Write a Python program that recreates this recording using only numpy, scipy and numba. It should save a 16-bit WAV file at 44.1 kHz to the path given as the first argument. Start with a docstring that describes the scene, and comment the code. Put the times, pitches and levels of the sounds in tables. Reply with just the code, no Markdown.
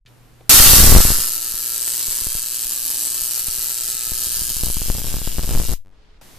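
"""A homemade high-voltage coil runs for five seconds in a small room, near a hand-held microphone.
After a faint hum it starts a hard, hissing buzz: a spinning electrode sparks whenever it passes near
a crest of the mains voltage. The first sparks overload the amplifier until its gain comes down, and
jumps of charge reach its circuit as thumps. The hiss shifts as the hand moves, then the thumps grow
again. The sparks stop at about 5.7 s, leaving a brief faint buzz, a rustle, a click and hiss."""
import sys
import numpy as np
from scipy import signal
from scipy.fft import rfft, irfft
from scipy.io import wavfile
from numba import njit

SR = 44100
rng = np.random.default_rng(int(sys.argv[2]) if len(sys.argv) > 2 else 0)


def generate_wav(signal):
    """Clip the signal to [-1, 1] and save it as 16-bit WAV at the path in sys.argv[1]."""
    frames = np.transpose(np.atleast_2d(signal))
    scaled = np.clip(frames, -1, 1) * 32767
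    pcm = np.round(scaled).astype(np.int16)
    wavfile.write(sys.argv[1], SR, pcm)


N = 281710
TIME = np.arange(N) / SR
ON_S, OFF_S = 0.4945, 5.741
MAINS_HZ, CREST_S = 60.02, 0.0037  # the voltage first peaks at CREST_S
QUIET_GAIN_DB = 36.5  # the amplifier's extra gain while nothing is loud
# tone of one spark: f/Hz, relative level/dB
SPARK_TONE = [(100, -6.5), (300, -7.5), (700, -19), (1400, -14.5), (2200, -12), (2900, -6.5), (3500, -3.5),
              (4200, -4), (5200, -3), (5700, -7), (8000, -2.5), (10500, -2.5), (12500, -2.5), (14500, -3),
              (20000, -11.5)]


def coil(times, body_hz=3990, body_db=-21, body_follow=0.45):
    """The whole buzz. Off to the side of the spark gap it loses more treble than body (its low part)."""
    # treble as the microphone moves around the gap: t/s, gain/dB
    treble_gain = [(1.35, -22.5), (1.47, -24.5), (1.71, -22.5), (2.08, -20.5), (2.45, -24), (2.96, -22),
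                   (4.12, -23), (4.27, -19.5), (4.75, -23.5), (4.79, -23.5), (5.35, -26.5), (5.7, -24.5)]
    treble_db = curve(treble_gain, TIME)[0]
    buzz = close_microphones(level(sparks(times), -0.4) + level(corona(), -6.5))
    buzz = close_echo(honk_and_dip(cavity(buzz)))
    body = signal.sosfiltfilt(signal.butter(2, body_hz, fs=SR, output="sos"), buzz)
    buzz = (buzz - body) * undb(treble_db) + body * undb(body_db + body_follow * treble_db)
    return buzz * pan(1)


def rotary_gap(passes_hz=414.3, slowing_hz_per_s=1.5, reach=0.56, jitter_s=0.00021):
    """Spark times and voltage signs: the gap fires when an electrode passes near a mains crest."""
    rate_hz = (passes_hz - slowing_hz_per_s * (TIME - ON_S)) * (1 + 0.016 * drift(14))
    passes = np.floor(np.cumsum(rate_hz) / SR)
    times = TIME[1:][np.diff(passes) > 0]
    chance = rng.standard_normal((len(times), 2)).T
    times = times + jitter_s * chance[0]
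    phase = 2 * np.pi * MAINS_HZ * (times - CREST_S)
    near_crest = np.abs(np.sin(phase)) < reach + 0.04 * chance[1]
    fires = near_crest & (times > ON_S) & (times < OFF_S)
    return np.append(ON_S, times[fires]), np.append(1, np.sign(np.cos(phase[fires])))


def sparks(times, scatter_db=2.0, sizzle_s=0.00028, stereo_lag_s=0.000018):
    """Each spark snaps and sizzles, echoes off a plate beside the gap and rings the frame and room."""
    # upside-down echo from the plate's edge: t/s, delay/ms, gain/dB
    plate_echo = [(0.9, 0.55, -6), (1.15, 0.56, 4.5), (4.1, 0.56, 4.5), (4.35, 0.51, 4.5), (4.7, 0.54, 5),
                  (5.1, 0.47, -8.5), (5.7, 0.5, -14)]
    # ringing notes of the gap's frame: f/Hz, relative level/dB, time to fade by 60 dB/s
    frame_notes = [(1355, -40.5, 0.04), (1685, -33, 0.02)]
    # the frame is clearest from above: t/s, gain/dB
    frame_gain = [(0.9, -7), (1.5, -2), (4.4, -2), (4.9, -11)]
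    # tone of the room's echo: f/Hz, relative level/dB
    wall_tone = [(100, -22.5), (300, -9), (420, -11.5), (700, -11), (1100, -2.5), (2200, -7), (2900, -2),
                 (3500, 0.5), (4500, -5.5), (6000, -3), (8000, -5), (10500, -6.5), (12500, 0.5),
                 (14500, -6.5), (20000, -13)]
    chance = rng.standard_normal((len(times), 4)).T
    # the sparks of one mains crest share its charge
    crest = np.round(2 * MAINS_HZ * (times - CREST_S)).astype(int)
    sizes = np.bincount(crest)[crest] ** -0.19 * undb(scatter_db * chance[0])
    # the unsteady hand shifts the echo, so the hiss swirls
    lag_ms, plate_db = curve(plate_echo, times)
    tremor = np.interp(times, TIME, drift(2.93))
    lag_s = lag_ms / 1000 * (1 + 0.038 * chance[1] + 0.026 * tremor)
    offsets = stereo_lag_s * (np.array([[1], [-1]]) + 1.67 * chance[2:]) / 2
    direct = np.array([impulses(arrival, sizes) - impulses(arrival + lag_s, sizes * undb(plate_db))
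                       for arrival in times + offsets])
    clicks = impulses(times, sizes)
    age = TIME[:SR // 4]
    sizzle = ring(clicks, np.exp(-age / sizzle_s)) * rng.standard_normal((2, N))
    snap = colour(level(direct, 0) + level(sizzle, -13), SPARK_TONE)
    chime = sum(undb(db - 60 * age / t60) * np.sin(2 * np.pi * hz * age) for hz, db, t60 in frame_notes)
    frame = ring(level(clicks, 0), chime) * undb(curve(frame_gain, TIME)[0])
    room = level(colour(room_echo(clicks), wall_tone), -5)
    return snap + frame + room


def corona(sharpness=3):
    """Charge leaking into the air: a fine hiss that swells with each mains crest."""
    voltage = np.abs(np.cos(2 * np.pi * MAINS_HZ * (TIME - CREST_S)))
    hiss = rng.standard_normal((2, N)) * voltage ** sharpness * between(ON_S, OFF_S)
    return colour(hiss, SPARK_TONE)


def close_microphones(x, spread_hz=4000, low_side_db=-12):
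    """The left and right microphones sit close together, so they differ mainly in the treble."""
    mid, side = (x[0] + x[1]) / 2, (x[0] - x[1]) / 2
    low = signal.sosfiltfilt(signal.butter(4, spread_hz, fs=SR, output="sos"), side)
    side = side - low + low * undb(low_side_db)
    return np.array([mid + side, mid - side])


def cavity(x, flutter_db=1.6, wobble=0.008, flutter_hz=6):
    """The space between coil and plate rings at three high pitches that glide as the hand drifts."""
    # the outer two peaks: t/s, lower f/Hz, its relative level/dB, upper f/Hz, its relative level/dB
    outer_peaks = [(0.8, 8200, -28, 12280, -5.5), (0.98, 8200, -24.5, 11500, -16.5),
                   (1.1, 8200, -20, 10900, -11), (1.3, 7900, -14, 11500, -2), (1.68, 7800, -16, 11600, 0),
                   (1.85, 8500, 1, 12300, -31), (2.0, 8000, -10, 12000, -14), (2.3, 8400, -7, 12190, -10),
                   (2.5, 7870, -3, 11970, -8), (2.75, 8060, -4, 11800, -5), (2.9, 8100, -5.5, 11720, 1.5),
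                   (3.05, 8000, -1.5, 11800, -9), (3.4, 8500, -6, 12500, 1), (3.55, 8430, -4, 11900, -6),
                   (3.65, 8050, -10, 11490, 2), (3.75, 8050, -3, 11700, -14), (4.0, 7900, -4, 12000, -30),
                   (4.18, 7700, -14, 11400, -9), (4.35, 9000, -12, 11610, -36), (4.72, 8500, -14, 10900, 3),
                   (4.9, 8300, -21, 10900, -27)]
    lower_hz, lower_db, upper_hz, upper_db = curve(outer_peaks, TIME)
    middle_hz, mean_db = (lower_hz + upper_hz) / 2, (lower_db + upper_db) / 2
    peaks = [(lower_hz, 1000, lower_db), (upper_hz, 850, upper_db), (middle_hz, 600, mean_db - 1)]
    out = x
    for hz, width_hz, db in peaks:
        gain = undb(db - 1 + flutter_db * drift(flutter_hz))
        out = out + gain * band(x, hz * (1 + wobble * drift(flutter_hz)), width_hz)
    valleys = sum(band(out, (middle_hz + hz) / 2, width_hz=450) for hz in (lower_hz, upper_hz))
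    return out - undb(-8 + mean_db / 2) * valleys


def honk_and_dip(x, dip_hz=3500, dip_depth=0.52):
    """Close to the coil the buzz honks; a narrow, drifting band just above the honk is weakened."""
    # the honk, heard from low beside the coil: t/s, f/Hz, gain/dB
    honk = [(0.9, 1500, -3), (1.3, 1700, -28), (4.7, 2600, -19), (5.05, 2550, -4)]
    honk_hz, honk_db = curve(honk, TIME)
    x = x + undb(honk_db) * band(x, honk_hz, width_hz=1200)
    return x - dip_depth * band(x, dip_hz * (1 + 0.014 * drift(2.7)), width_hz=300)


def close_echo(x, shake=0.02015, shake_hz=7):
    """Short, unsteady echoes give the first blast a metallic rasp and make the later hiss swirl."""
    # echo from the plate and a sofa: t/s, base delay/ms, base gain/dB
    echo = [(0.5, 2.58, -10), (0.8, 2.48, -6), (1.1, 2.2, -15), (1.3, 2.1, -18.5)]
    # the reflecting surfaces: multiple of the base delay, added gain/dB
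    surfaces = [(.36, -9.5), (0.621, -4), (0.999, -3), (1.131, -5), (1.47, -1.5), (1.72, -2.5)]
    lag_ms, db = curve(echo, TIME)
    out, power = x, 1
    for path, surface_db in surfaces:
        delay_s = lag_ms * path * (1 + shake * drift(shake_hz)) / 1000
        gain = undb(db + surface_db)
        out = out + gain * np.array([np.interp(TIME - delay_s, TIME, side) for side in x])
        power = power + gain ** 2
    return out / np.sqrt(power)


def room_echo(source, fade_s=0.11, build_s=0.0017, positions=22):
    """A wash of wall reflections whose pattern changes from one microphone position to the next."""
    age, out = TIME[:SR // 3], np.zeros((2, 2 * N))
    decay = undb(-60 * age / fade_s) * (1 - np.exp(-age / build_s))
    hop = N // positions
    for start in range(0, N - 2 * hop, hop):
        piece = source[start:start + 2 * hop] * signal.windows.cosine(2 * hop)
        echo = signal.fftconvolve(piece[None], rng.standard_normal((2, len(age))) * decay, axes=1)
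        out[:, start:start + echo.shape[1]] += echo
    return out[:, :N]


def thumps(times, polarity, swing_hz=8, settle_s=0.031, drain_s=0.006, creep_s=0.00096):
    """Jumps of charge step each microphone's voltage, which creeps on a little and then swings back."""
    # steps from ordinary sparks, largest near the coil: t/s, relative level/dB
    spark_steps = [(.5, -29), (.75, -24.5), (.85, -20.5), (.97, -19.5), (1.04, -32), (1.2, -52), (1.7, -58),
                   (3.9, -53.5), (4.4, -41.5), (4.7, -36), (5.0, -30), (5.25, -36.5), (5.52, -28),
                   (5.74, -27.5)]
    # the largest jumps, heard as single thumps: t/s, relative level/dB, direction (+1 up, -1 down)
    big_jumps = [(0.543, -11, -1), (0.602, -0.5, -1), (0.661, -13, -1), (0.669, -13, -1), (0.679, -9.5, -1),
                 (0.7, -9, -1), (0.72, -12, -1), (0.735, -3, -1), (0.768, -8, -1), (0.785, -6.5, 1),
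                 (0.792, -9, -1), (0.803, -1, -1), (0.812, -20, 1), (0.819, -10, -1), (0.829, 0.5, -1),
                 (0.836, -3, 1), (0.844, -3, -1), (0.853, -14, -1), (0.87, -4, -1), (0.876, -4, 1),
                 (0.885, -5, 1), (0.894, -1, -1), (0.902, -4, -1), (0.912, -13, -1), (0.92, 3.5, -1),
                 (0.926, 2, 1), (0.936, -9, 1), (0.943, -6, -1), (0.951, 4, -1), (0.963, 3.5, 1),
                 (0.97, 2.5, -1), (0.977, -13.5, 1), (0.985, 2.5, 1), (0.994, -21, -1), (1.004, -2.5, -1),
                 (1.052, -4.5, -1), (1.07, -21, -1), (1.085, -16, -1), (1.104, -8, -1), (1.119, -11.5, -1),
                 (1.186, -23, -1), (1.201, -23, -1), (1.542, -30.5, -1), (2.084, -26, -1), (2.219, -29, -1),
                 (2.269, -21, -1), (2.352, -22.5, -1), (2.656, -33.5, -1), (3.219, -34, -1),
                 (3.484, -24, -1), (3.585, -34.5, -1), (4.119, -21, -1), (4.269, -29, -1), (4.368, -32, -1),
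                 (4.419, -24, -1), (4.502, -28, -1), (4.566, -25, -1), (4.635, -13, -1), (4.668, -18, -1),
                 (4.684, -19.5, -1), (4.701, -17, -1), (4.769, -17, -1), (4.818, -15.5, -1),
                 (4.884, -22, 1), (4.901, -8, -1), (4.951, -17, -1), (4.983, -18.5, -1), (4.994, -30, 1),
                 (5, -22, -1), (5.018, -19, -1), (5.044, -18, -1), (5.084, -20, 1), (5.142, -13, -1),
                 (5.168, -16.5, -1), (5.217, -18, -1), (5.275, -12.5, -1), (5.384, -12, -1),
                 (5.394, -13, 1), (5.434, -18.5, -1), (5.444, -17, -1), (5.451, -27, 1), (5.492, -15, -1),
                 (5.503, -23, 1), (5.51, -15, 1), (5.517, -18, -1), (5.526, -21, 1), (5.551, -10, -1),
                 (5.559, -13.5, -1), (5.567, -20, -1), (5.575, -14, 1), (5.592, -18, 1), (5.6, -9.5, -1),
                 (5.609, -21, 1), (5.617, -17, -1), (5.693, -17.5, 1), (5.699, -20, -1), (5.709, -19, 1),
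                 (5.718, -17, -1), (5.725, -18, 1), (5.736, -16, -1)]
    # part of a step that drains quickly, large during the overload: t/s, share (0-1)
    quick_drain = [(.74, 0.5), (.85, 0.33), (0.95, 0.24), (1.15, 0.16), (4.6, 0)]
    chance = rng.standard_normal((len(times), 4)).T
    small = undb(curve(spark_steps, times)[0] + 5 * np.minimum(chance[0], 1))
    small = small * np.sign(chance[1] - 0.75 * polarity)  # the mains sways the direction
    small = small * (1 + chance[2:]) * pan(6.5)
    jump_times, size_db, direction = np.transpose(big_jumps)
    lean_db = 2 * rng.choice([-1, 1], len(jump_times)) * np.array([[1], [-1]])  # left or right
    large = direction * undb(size_db + lean_db) * pan(2)
    steps = np.array([impulses(times, a) + impulses(jump_times, b) for a, b in zip(small, large)])
    age = TIME[:SR // 2]
    rise = 1 - 0.19 * np.exp(-age / creep_s)
    quick = curve(quick_drain, TIME)[0]
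    swing = rise * np.exp(-age / settle_s) * np.cos(2 * np.pi * swing_hz * age)
    drain = rise * np.exp(-(age / drain_s) ** 2)
    voltage = ring(steps * (1 - quick), swing) + ring(steps * quick, drain)
    return np.tanh(butter(voltage, [1.36, 2300], "band", order=1))


def amplifier(sound, ceiling=0.68, skew=0.63):
    """The microphone amplifier squashes the wave lopsidedly while its gain is still too high."""
    peak = np.abs(sound).max(axis=0)
    gain_db = gain_control(peak, threshold=undb(-30), fall_db_per_s=42, rise_db_per_s=260, hold_s=0.022)
    drive = sound * undb(gain_db) / ceiling
    # overload pushes the wave off centre, which turns the hiss into a low roar
    shift = skew * butter(np.maximum(np.abs(drive) - 1, 0), 2000, "low", order=1)
    return butter(ceiling * np.tanh(drive - shift), 40, "high", order=1)


@njit
def gain_control(peak, threshold, fall_db_per_s, rise_db_per_s, hold_s):
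    """Gain in dB: it falls while recent peaks are over the threshold and climbs back in quiet."""
    out, held, db = np.empty(len(peak)), 0., QUIET_GAIN_DB
    for i in range(len(peak)):
        held = max(peak[i], held * (1 - 1 / (hold_s * SR)))
        db += (-fall_db_per_s if held > threshold else rise_db_per_s) / SR
        db = min(max(db, 0.), QUIET_GAIN_DB)
        out[i] = db
    return out


def dying_buzz(start_s=5.85, rate_hz=94, attack_s=0.032, fade_s=0.2, leak_hz=40):
    """Just after the stop, a faint electrical buzz of evenly spaced steps swells and dies away."""
    age = np.arange(14) / rate_hz
    sizes = undb(-30 - 60 * age / fade_s) * (1 - np.exp(-(age + 0.5 / rate_hz) / attack_s))
    step = np.exp(-2 * np.pi * leak_hz * TIME[:SR // 8])
    return ring(impulses(start_s + age, sizes), step)


def rustle(start_s=5.92, full_s=6.01, end_s=6.18):
    """A soft rustle swells once the sparks have stopped."""
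    noise = level(butter(rng.standard_normal((2, N)), [1200, 5000], "band", order=4), -64)
    return noise * np.interp(TIME, [start_s, full_s], [0, 1]) * between(start_s, end_s)


def mains_hum():
    """A hum at twice the mains frequency, weaker once the coil has started."""
    hum = level(np.sin(2 * np.pi * 2 * MAINS_HZ * TIME), 0)
    return hum * (undb(-54) * between(0.053, ON_S) + undb(-63) * between(ON_S, 5.8))


def hand_rumble():
    """The hand holding the microphone makes a low rumble, strongest after the stop."""
    rumble = level(butter(rng.standard_normal(N), 40, "low", order=3), 0)
    return rumble * undb(np.interp(TIME, [OFF_S - 1, OFF_S], [-59, -48]))


def faint_clicks():
    """Small ticks before and after the run, each a quickly fading burst of noise."""
    # the ticks: t/s, level/dB, f/Hz, time to fade by 60 dB/s
    ticks = [(0.061, -47, 3580, 0.11), (0.408, -42, 600, 0.035), (0.409, -54, 2800, 0.04),
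             (6.214, -37.5, 790, 0.017)]
    out = np.zeros(N)
    for start_s, db, hz, fade_s in ticks:
        noise = level(butter(rng.standard_normal(N), [hz / 2, hz * 1.22], "band"), db)
        out += noise * (TIME >= start_s) * undb(-60 * np.abs(TIME - start_s) / fade_s)
    return out


def background(whine_hz=431):
    """Room noise, joined late by a faint whine. It dulls after the stop, then gives way to a hiss."""
    # tone of the quiet room: f/Hz, relative level/dB
    room_tone = [(20, 0.5), (60, -12.5), (150, -14.5), (400, -22.5), (1000, -26.5), (3000, -34),
                 (6000, -37.5), (14000, -38.5)]
    # tone of the brighter closing hiss: f/Hz, relative level/dB
    hiss_tone = [(35, -32), (60, -3.5), (231, -9.5), (340, -16), (827, -17.5), (1500, -22.5), (1720, -21.5),
                 (14000, -26.5)]
    whine = level(np.sin(2 * np.pi * whine_hz * TIME), -68) * between(3.8, 6.18)
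    room = steady_noise(room_tone, -47.5) * between(0.075, OFF_S)
    dull_room = butter(steady_noise(room_tone, -52), 5500, "low") * between(OFF_S, 6.21)
    hiss = steady_noise(hiss_tone, -45.5) * between(6.212, 7)
    return (room + whine + dull_room + hiss) * undb(-QUIET_GAIN_DB)  # the amplifier lifts it in quiet


def steady_noise(tone, db, width=0.66):
    """Stereo noise of a given tone and level."""
    mid, side = rng.standard_normal((2, N))
    return level(colour([mid + width * side, mid - width * side], tone), db)


def undb(db):
    """Turn decibels into a gain."""
    return 10 ** (np.asarray(db) / 20)


def level(x, db):
    """Scale to an average (rms) level."""
    return x * undb(db) / np.sqrt(np.mean(x ** 2))


def pan(db):
    """Two gains that make the left louder than the right by db."""
    return undb(np.array([[db], [-db]]) / 2)


def curve(rows, at):
    """Read a table's columns at the given times, sliding between rows."""
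    times, *columns = np.transpose(rows)
    return [np.interp(at, times, column) for column in columns]


def between(start, end):
    """One from start to end, else zero."""
    return (TIME >= start) * (TIME < end)


def drift(hz):
    """Slow random wandering, typically of size one."""
    return level(butter(rng.standard_normal(N), hz, "low"), 0)


def impulses(times, sizes, reach=6):
    """Clean clicks that can fall between samples."""
    place = times[:, None] * SR
    index = place.astype(int) + np.arange(1 - reach, reach + 1)
    taps = np.sinc(index - place) * np.sinc((index - place) / reach)
    return np.bincount(index.ravel(), (sizes[:, None] * taps).ravel(), N)[:N]


def ring(x, response):
    """Let every sample set off a copy of the response."""
    return signal.fftconvolve(np.atleast_2d(x), np.atleast_2d(response), axes=1)[:, :N]


def colour(x, tone, size=1024):
    """Give a sound the tone of a table (f/Hz, relative level/dB)."""
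    hz, db = np.transpose(tone)
    shape = np.interp(np.log(np.fft.rfftfreq(size, 1 / SR) + 1), np.log(hz), db)
    # build the filter so that it rings only after a click, never before
    cepstrum = irfft(np.log(undb(shape)))[:size // 2]
    cepstrum[1:] *= 2
    response = irfft(np.exp(rfft(cepstrum, size)))
    return ring(x, response / np.linalg.norm(response))


def butter(x, hz, kind, order=2):
    """Keep the lows, the highs or a band."""
    return signal.sosfilt(signal.butter(order, hz, kind, fs=SR, output="sos"), x)


def band(x, hz, width_hz):
    """One resonance on both channels; its centre may move."""
    return np.array([resonate(side, hz + np.zeros(N), float(width_hz)) for side in x])


@njit
def resonate(x, hz, width_hz):
    """Keep a band around a moving centre, with gain 1 at the centre."""
    out, band_state, low_state = np.empty(len(x)), 0., 0.
    for i in range(len(x)):
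        tuning, damping = np.tan(np.pi * hz[i] / SR), width_hz / hz[i]
        swing = (band_state + tuning * (x[i] - low_state)) / (1 + tuning * (tuning + damping))
        band_state = 2 * swing - band_state
        low_state += 2 * tuning * swing
        out[i] = damping * swing
    return out


def scene():
    """The coil and room through the amplifier, plus electrical thumps and small noises."""
    times, polarity = rotary_gap()
    loud = amplifier(coil(times) + background()) + thumps(times, polarity)
    return loud + dying_buzz() + rustle() + mains_hum() + hand_rumble() + faint_clicks()


def record(dry, top_hz=14250):
    """Flatten peaks beyond full scale and cut the highest treble."""
    return signal.sosfilt(signal.ellip(12, .2, 70, top_hz, fs=SR, output="sos"), np.clip(dry, -1, 1))


dry = scene()
out = record(dry)
generate_wav(out)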